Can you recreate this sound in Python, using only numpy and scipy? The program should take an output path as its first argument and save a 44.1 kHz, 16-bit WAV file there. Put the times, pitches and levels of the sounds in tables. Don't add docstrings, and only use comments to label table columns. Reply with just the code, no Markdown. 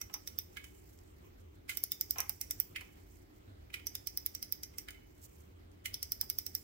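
import sys
import numpy as np
from scipy import signal
from scipy.io import wavfile

SR = 44100
rng = np.random.default_rng(int(sys.argv[2]) if len(sys.argv) > 2 else 0)


def magnitude_from_level(level_db):
    exponent = np.asarray(level_db, float) / 20
    return 10 ** exponent


def waveform_to_disk(signal):
    frames = np.transpose(np.atleast_2d(signal))
    scaled = np.clip(frames, -1, 1) * 32767
    samples = np.round(scaled).astype(np.int16)
    wavfile.write(sys.argv[1], SR, samples)


N = 292383

# (f/Hz, level/dB per Hz)
AIR = [(13, -60), (22, -28.5), (43, -3), (87, 0.5), (100, -7.5), (118, -13.5), (294, -13.5), (1040, -27),
       (1130, -25.5), (2320, -31), (5310, -38.5), (7810, -43), (10600, -55), (14700, -28.5), (16000, -50)]
AIR_DB = -58.5
# (f/Hz, width/Hz, level/dB)
DRONES = [(86.1, 5.9, -62.5), (106, 25, -79), (299.2, 17, -70), (356.8, 7.5, -72.5), (391.5, 29, -69.5)]
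# (f/Hz, correlation)
LIKENESS = [(60, 0.97), (99, 0.96), (160, 0.92), (270, 0.24), (450, -0.64), (740, -0.48), (1220, -0.63),
            (2010, -0.3), (3330, -0.04), (5500, -0.26), (9080, 0.16), (15000, -0.095)]
# (f/Hz, left-right/dB)
SIDES = [(60, -1), (180, -2.5), (550, 0), (1650, -1.5), (4970, -5.5), (15000, -4.5)]
# (delay/ms, left level/dB, right level/dB)
ECHOES = [(2.7, -12, -13), (5.7, -9, -17), (12.6, -14, -20), (17.5, -22, -23), (23.5, -21, -22),
          (28, -21, -26)]
# (f/Hz, t60/s)
ROOM_T60 = [(500, 0.43), (2000, 0.44), (5500, 0.36), (9000, 0.3), (15000, 0.25)]

# (f/Hz, level/dB per Hz)
GLOVE = [(1470, -54), (2500, -7.5), (3460, -17), (3720, -15.5), (7020, 0.5), (10000, -11.5), (15000, 4),
         (16000, -23)]
# (t/s, level/dB)
GRIP = [(0.0, -65.5), (0.81, -63), (1.09, -69), (1.42, -86), (1.73, -75), (2.16, -61), (2.66, -62),
        (2.76, -66), (3.05, -66.5), (3.43, -79), (3.72, -83), (3.91, -66), (4.43, -62.5), (4.95, -73.5),
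        (5.34, -63), (5.6, -83), (5.86, -86), (6.0, -67.5), (6.63, -58)]
# (t/s, length/s, level/dB)
SWIPES = [
    (0.88, 0.058, -77),
    (1.384, 0.034, -72),
    (1.54, 0.017, -72),
    (1.718, 0.035, -51),
    (3.09, 0.13, -71),
    (3.347, 0.037, -72.5),
    (5.222, 0.04, -53),
    (5.408, 0.011, -75),
]
# (t/s, peak level/dB, length/ms)
KNOCKS = [(0.097, -53, 2.3), (0.138, -51, 6), (0.158, -56, 4), (2.158, -44.5, 3.3), (2.172, -50, 3),
          (2.185, -38.5, 2.1), (2.196, -40.5, 1.3), (2.21, -52.5, 2.5), (2.223, -52, 4.0), (2.238, -57, 3),
          (2.295, -54.5, 1.8), (2.811, -55.5, 7.8), (6.226, -56.5, 2.7)]
# (t/s, peak level/dB)
TICKS = [
    (0.9887, -50),
    (3.3413, -67),
    (5.3433, -64),
    (5.404, -56),
    (5.7162, -56.5),
]
# (t/s, peak level/dB, left-right/dB, bright edge level/dB, rattle/ms)
SLACK = [(0.5692, -35, -6.5, -55, 5), (0.6414, -44.5, 0, -55, 3.7), (1.693, -32, -6, -42, 8.5),
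         (1.714, -44, -5, -63, 7.7), (2.7605, -32, -1, -51.5, 4.2), (2.8088, -49, -4, -54, 4),
         (3.7018, -53.5, -7, -75.5, 3.3), (3.7403, -31.5, -7.5, -47, 4), (3.7958, -47, -6, -71, 5),
         (4.738, -59, -5, -72, 6), (4.8851, -33.5, -1, -56.5, 3.4), (4.906, -65, -13, -58, 2.7),
         (4.945, -52, -6, -72, 4), (5.8565, -32.5, -9, -42, 4.1)]

HOLLOW = [(506, 100, -6.5), (827, 66, -1.5), (1000, 150, 4.5), (1287, 48, -5), (1510, 280, 4),
          (2350, 400, 3.5), (2260, 450, -9)]
# (f/Hz, width/Hz, level/dB)
CASE = [(1461, 62, -13), (1688, 180, -12.5), (1920, 260, -10.5), (2082, 290, -2), (2434, 250, -1),
        (2685, 1200, -3), (2080, 47, -10.5), (2217, 43, -15), (2258, 90, -17)]
# (f/Hz, width/Hz, level/dB)
RIM = [(3000, 120, -8.5), (3460, 540, -4.5), (2980, 32, -18), (3070, 44, -12.5)]
# (f/Hz, width/Hz, level/dB)
PLATE = [(4500, 350, -9), (5027, 250, -4.5), (5220, 194, 2.5)]
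# (f/Hz, width/Hz, level/dB)
SPRING = [(5470, 420, -5.5), (5746, 170, 3), (6470, 420, -6.5)]
# (f/Hz, width/Hz, level/dB)
BEZEL = [(3580, 228, 2), (4160, 167, -14.5)]
# (f/Hz, level/dB)
EDGE = [(7250, -2), (8400, 0), (10400, 2), (12300, 7), (14500, 4)]

# (t/s, snap peak level/dB, left-right/dB, plate ring level/dB)
TURN_A = [
    (0.0135, -24, -11, -53),
    (0.139, -25, -10, -40.5),
    (0.2737, -32, -15, -41),
    (0.387, -14.5, -9, -36),
]
# (t/s, snap peak level/dB, left-right/dB, plate ring level/dB)
TURN_B = [(1.771, -19.5, -16, -40.5), (1.8375, -13, 14.5, -33), (1.918, -15.5, -12, -30.5),
          (2.01, -8.5, -1, -31), (2.1078, -9.5, -8.5, -31), (2.183, -33.5, -6, -59),
          (2.2025, -14, -9.5, -62), (2.2939, -16, -15.5, -36.5), (2.4121, -18, -13, -48.5),
          (2.5085, -12.5, 0.5, -41), (2.6, -11, -19, -39.5)]
# (t/s, snap peak level/dB, left-right/dB, plate ring level/dB)
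TURN_C = [(3.8681, -16, -6, -35), (3.9515, -24, -19, -33.5), (4.0709, -26.5, -31, -34.5),
          (4.173, -13, -6, -29.5), (4.2614, -11, -8.5, -37), (4.349, -23, -13, -37),
          (4.4258, -23, -12, -33.5), (4.523, -16.5, -20.5, -32), (4.6326, -27, 8, -37),
          (4.783, -25, -11, -45)]
# (t/s, snap peak level/dB, left-right/dB, plate ring level/dB)
TURN_D = [
    (5.9411, -24, -9, -30),
    (6.0278, -22, -15, -30),
    (6.119, -15, -13, -30.5),
    (6.2115, -9.5, -4, -28),
    (6.299, -11.5, -6, -32),
    (6.3858, -14, -12.5, -31),
    (6.464, -22, -13, -34),
    (6.55, -12.5, -4.5, -31),
]
TURNS = [TURN_A, TURN_B, TURN_C, TURN_D]
TURN_FORCE_DB = [-41.5, -37.5, -41, -39.5]

LEAD_S = 0.015
SNAP_HZ, SNAP_SPREAD_HZ, SNAP_S = 14260, 410, 0.00014
REBOUND_MS, REBOUND_DB, REBOUND_PITCH = 0.457, -5.0, 0.91
PLATE_USUAL_DB = -39
SPRING_DB, SPRING_SHARE = -44, -0.024
BEZEL_DB, BEZEL_SHARE = -50, 0.15
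CASE_DB, CASE_SHARE = -47.5, -0.25
RIM_UNDER_DB, RIM_TAKE_UP_DB = -15.5, 4.5
PLATE_HUM_DB, PLATE_HUM_SHARE, SPRING_HUM_DB, CASE_HUM_DB = -67.5, 0.6, -61, -66.5
SLACK_HUM_DB, KNOCK_HUM_DB = -31, -14
CASE_REST_DB, IDLE_HUM_DB = -81.5, -100
HUM_T60_S, CASE_HUM_T60_S = 0.45, 0.32
LET_GO_S, LET_GO_DB = 0.25, -19
CLACK_RING_DB, CLACK_RING_T60_S = -28, 0.69
STEADY_TOP_HZ, ATTACK_TOP_HZ = 15820, 16450


def rms_one(x):
    return x / np.sqrt(np.mean(x ** 2) + 1e-20)


def at_hz(points, hz):
    table_hz, values = np.array(points).T
    return np.interp(np.log(hz), np.log(table_hz), values)


def panned(db):
    return magnitude_from_level(np.array([[db / 2], [-db / 2]]))


def bandpass(x, low, high, order=2):
    return signal.sosfilt(signal.butter(order, [low, high], "band", fs=SR, output="sos"), x)


def spread(mid, side, hz):
    alike = np.clip(at_hz(LIKENESS, hz), -1, 1)
    return np.sqrt(1 + alike) * mid + np.sqrt(1 - alike) * side * [[1], [-1]]


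def drift(rate):
    r = np.exp(-80 * np.pi * rate / SR)
    slow = signal.lfilter([1], [1, -2 * r, r * r], rng.standard_normal(N // 40 + 2002))[2000:]
    return np.interp(np.arange(N) / 40, np.arange(len(slow)), rms_one(slow))


def banded_noise(spectrum, patchy_db):
    out = 0
    edges = 21 * 2 ** np.arange(0, 9.7, 1 / 3)
    white = rng.standard_normal((2, 2, N))
    flicker = [drift(8.1) for k in range(4)]
    for k, (low, high) in enumerate(zip(edges, edges[1:])):
        hz = np.sqrt(low * high)
        if hz < spectrum[0][0] * 1.2 or low > 16500:
            continue
        mid, side = bandpass(white[k % 2], low, high)
        gain = magnitude_from_level(at_hz(spectrum, hz) + patchy_db * flicker[k % 4]) * panned(at_hz(SIDES, hz))
        out = out + gain * spread(mid, side, hz)
    return rms_one(out)


def resonance(x, hz, width_hz):
    r = np.exp(-np.pi * width_hz / SR)
    poles = [1, -2 * r * np.cos(2 * np.pi * hz / SR), r * r]
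    return signal.lfilter([(1 - r * r) / 2, 0, (r * r - 1) / 2], poles, x)


def contact(ms, grit_db, tail_db, tail_t60, lead_db=-99, size=6000):
    t = np.arange(size) / SR - LEAD_S
    late = np.maximum(t, 0) * 1000 / max(ms, 0.05)
    blow = magnitude_from_level(grit_db * rng.standard_normal(size)) * np.sqrt(late) * np.exp(-late)
    shape = blow / np.sqrt(np.sum(blow ** 2))
    shape += np.where(t > 0, magnitude_from_level(tail_db - 60 * t / tail_t60), magnitude_from_level(lead_db + 60 * t / 0.037))
    return shape * rng.standard_normal((2, size))


def strike(modes, blow, spread_db):
    out = 0
    for (hz, width_hz, db), luck in zip(modes, rng.standard_normal((len(modes), 2, 1))):
        width_hz = max(width_hz, 12)
        rung = resonance(resonance(blow, hz, width_hz), hz, max(4 * width_hz, hz / 5))
        wanted = np.sum(blow ** 2) * SR / (8 * np.pi * width_hz)
        even = np.sqrt(wanted / np.sum(rung ** 2, axis=1, keepdims=True))
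        out = out + magnitude_from_level(db + spread_db * luck) * even * rung
    return out


def add(track, s, sound):
    i = round(s * SR)
    sound = sound[:, max(-i, 0):N - i]
    track[:, max(i, 0):max(i, 0) + sound.shape[1]] += sound


def air():
    out = magnitude_from_level(AIR_DB) * banded_noise(AIR, patchy_db=2.5)
    for hz, width_hz, db in DRONES:
        mid, side = rng.standard_normal((2, N))
        out += magnitude_from_level(db) * rms_one(resonance(spread(mid, side, hz), hz, width_hz))
    return out


def room(x, early_db, late_db):
    t = np.arange(SR // 2) / SR
    edges = 350 * 2 ** np.arange(0, 6, 0.5)
    response = magnitude_from_level(early_db - 60 * t / 0.074) * rng.standard_normal((2, len(t)))
    white = rng.standard_normal((2, len(t)))
    for low, high in zip(edges, edges[1:]):
        decay = magnitude_from_level(late_db - 60 * t / at_hz(ROOM_T60, np.sqrt(low * high)))
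        response += decay * bandpass(white, low, high)
    response *= np.clip(t / 0.0019, 0, 1)
    for ms, left_db, right_db in ECHOES:
        response[:, round(ms * SR / 1000)] += magnitude_from_level(np.array([left_db, right_db]))
    return signal.oaconvolve(x, response, axes=1)[:, :N]


def rustle():
    t = np.arange(N) / SR
    level = magnitude_from_level(np.interp(t, *np.transpose(GRIP)) - 5)
    for s, length, db in SWIPES:
        corners = [s - 0.008, s, s + length, s + length + 0.008]
        level += magnitude_from_level(db) * np.interp(t, corners, [0, 0.55, 1, 0])
    return level * magnitude_from_level(2.5 * drift(89.0)) * banded_noise(GLOVE, patchy_db=-2.0)


def knocks():
    out = np.zeros((2, N))
    for s, db, ms in KNOCKS:
        blow = contact(ms, grit_db=2.5, tail_db=-34.5, tail_t60=0.22)
        add(out, s - LEAD_S, magnitude_from_level(db + 0.5) * strike(HOLLOW, blow, spread_db=0.5))
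    for s, db in TICKS:
        blow = contact(0.8, grit_db=4.0, tail_db=-36, tail_t60=0.03, size=2000)
        add(out, s - LEAD_S, magnitude_from_level(db + 4.0) * resonance(blow, 6600, 4300) * 4)
    return out


def key_slack():
    out = np.zeros((2, N))
    bright = signal.butter(2, 3500, "high", fs=SR, output="sos")
    starts = np.array([turn[0][0] for turn in TURNS[1:]])
    for s, db, pan, edge_db, ms in SLACK:
        taking_up = np.any((starts > s) & (starts - s < 0.2))
        rim_db = db + RIM_UNDER_DB + RIM_TAKE_UP_DB * taking_up
        blow = contact(ms * 0.3, grit_db=4.0, tail_db=-36, tail_t60=0.2, lead_db=-31)
        ring = magnitude_from_level(db - 2.5) * strike(CASE, blow, spread_db=6.5)
        ring += magnitude_from_level(rim_db + 9.0) * strike(RIM, blow, spread_db=-5.5)
        add(out, s - LEAD_S, panned(pan) * ring)
        blow = contact(ms * 0.73, grit_db=11.5, tail_db=-35.5, tail_t60=0.16, lead_db=-31.5, size=4000)
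        movement = strike(PLATE + SPRING + BEZEL, blow, spread_db=2.0)
        edge = signal.sosfilt(bright, blow) * 6.1 + movement * 0.065
        add(out, s - LEAD_S, magnitude_from_level(edge_db + 13) * panned(-5) * edge)
    return out


def teeth():
    return [(*row, force) for turn, force in zip(TURNS, TURN_FORCE_DB) for row in turn]


def lingering(s, db, t60, rest_db):
    kicks = np.full(N, 1e-18)
    kicks[(np.array(s) * SR).astype(int)] = magnitude_from_level(2 * np.array(db))
    power = signal.lfilter([1], [1, -magnitude_from_level(-120 / (t60 * SR))], kicks)
    return np.sqrt(power + magnitude_from_level(2 * rest_db))


def hum():
    s, _, _, plate_db, force_db = np.transpose(teeth())
    force_db = force_db - force_db.mean()
    clack_s, clack_db = np.transpose(SLACK)[:2]
    knock_s, knock_db = np.transpose(KNOCKS)[:2]
    spans = [(turn[0][0] - 0.01, turn[0][0], turn[-1][0], turn[-1][0] + LET_GO_S) for turn in TURNS]
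    turning = magnitude_from_level(np.interp(np.arange(N) / SR, np.ravel(spans), [LET_GO_DB, 0, 0, LET_GO_DB] * 4))

    free_db = PLATE_HUM_SHARE * (plate_db - PLATE_USUAL_DB)
    plate_level = turning * lingering(s, PLATE_HUM_DB + free_db, HUM_T60_S, IDLE_HUM_DB)
    spring_level = turning * lingering(s, SPRING_HUM_DB + force_db, HUM_T60_S, IDLE_HUM_DB)
    case_s = [*s, *clack_s, *knock_s]
    case_db = [*(CASE_HUM_DB + force_db), *(clack_db + SLACK_HUM_DB), *(knock_db + KNOCK_HUM_DB)]
    case_level = lingering(case_s, case_db, CASE_HUM_T60_S, CASE_REST_DB)
    clack_level = lingering(clack_s, clack_db + CLACK_RING_DB, CLACK_RING_T60_S, IDLE_HUM_DB)

    rough = magnitude_from_level(2.0 * drift(70.0))

    def rubbed(modes):
        return rms_one(strike(modes, rng.standard_normal((2, N)) * rough, spread_db=5.0))

    movement = plate_level * rubbed(PLATE[1:2]) + spring_level * rubbed(SPRING[:2])
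    movement = bandpass(movement, 4750, 6050, order=3)
    case = case_level * rubbed(CASE[3:4] + RIM[:1])
    clear_lines = clack_level * rubbed(CASE[7:8] + RIM[2:3])
    return (movement + case + clear_lines) * panned(-2)


def snap(hz, late_s):
    t = (np.arange(132) - 36) / SR - late_s
    return np.cos(2 * np.pi * hz * t) * np.exp(-np.abs(t / SNAP_S) ** 1.3)


def ratchet():
    beam, body = np.zeros((2, N)), np.zeros((2, N))
    scatter = [(hz, hz / 6, db) for hz, db in EDGE]
    drops = teeth()
    for (s, db, pan, plate_db, edge_db), luck in zip(drops, rng.random((len(drops), 3))):
        hz = SNAP_HZ + SNAP_SPREAD_HZ * (2 * luck[1] - 1)
        rebound = snap(hz * REBOUND_PITCH, REBOUND_MS / 1000 * (0.5 + luck[2]))
        tip = snap(hz, 0) + magnitude_from_level(REBOUND_DB) * rebound
        tip = np.array([np.roll(tip, 3 + round(6 * luck[0])), tip])
        add(beam, s + 0.0003, magnitude_from_level(db - 1.0) * panned(pan) * tip)

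        free_db = plate_db - PLATE_USUAL_DB
        spring_db = SPRING_DB + SPRING_SHARE * free_db
        bezel_db = BEZEL_DB + BEZEL_SHARE * free_db
        case_db = CASE_DB + CASE_SHARE * free_db
        blow = contact(0.58, grit_db=4.0, tail_db=-28, tail_t60=0.046, lead_db=-32.5, size=3000)
        sound = magnitude_from_level(edge_db + 9) * panned(-5.5) * strike(scatter, blow, spread_db=2.0)
        sound += magnitude_from_level(plate_db - 2) * panned(2) * strike(PLATE, blow, spread_db=1.5)
        sound += magnitude_from_level(spring_db) * panned(-16) * strike(SPRING, blow, spread_db=4.0)
        sound += magnitude_from_level(bezel_db) * panned(-1) * strike(BEZEL, blow, spread_db=7.0)
        sound += magnitude_from_level(case_db) * panned(-2.2) * strike(CASE + RIM[2:], blow, spread_db=2.0)
        add(body, s + 0.00073 - LEAD_S, sound)
    return beam, body


def scene():
    beam, body = ratchet()
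    body = body + key_slack() + knocks()
    into_room = np.array([[0.25, 0.66], [0.45, -1.07]]) @ (body + 0.27 * beam)
    steady = body + room(into_room, early_db=-35, late_db=-34.5) + hum() + rustle() + air()
    top_cut = signal.ellip(8, 0.1, 25, STEADY_TOP_HZ, fs=SR, output="sos")
    return beam + signal.sosfiltfilt(top_cut, steady)


def roll_off(x):
    return signal.sosfilt(signal.butter(12, 16990, fs=SR, output="sos"), x)


def record(dry):
    top_cut = signal.ellip(6, 0.2, 35, ATTACK_TOP_HZ, fs=SR, output="sos")
    return roll_off(signal.sosfiltfilt(top_cut, dry))


dry = scene()
out = record(dry)
waveform_to_disk(out)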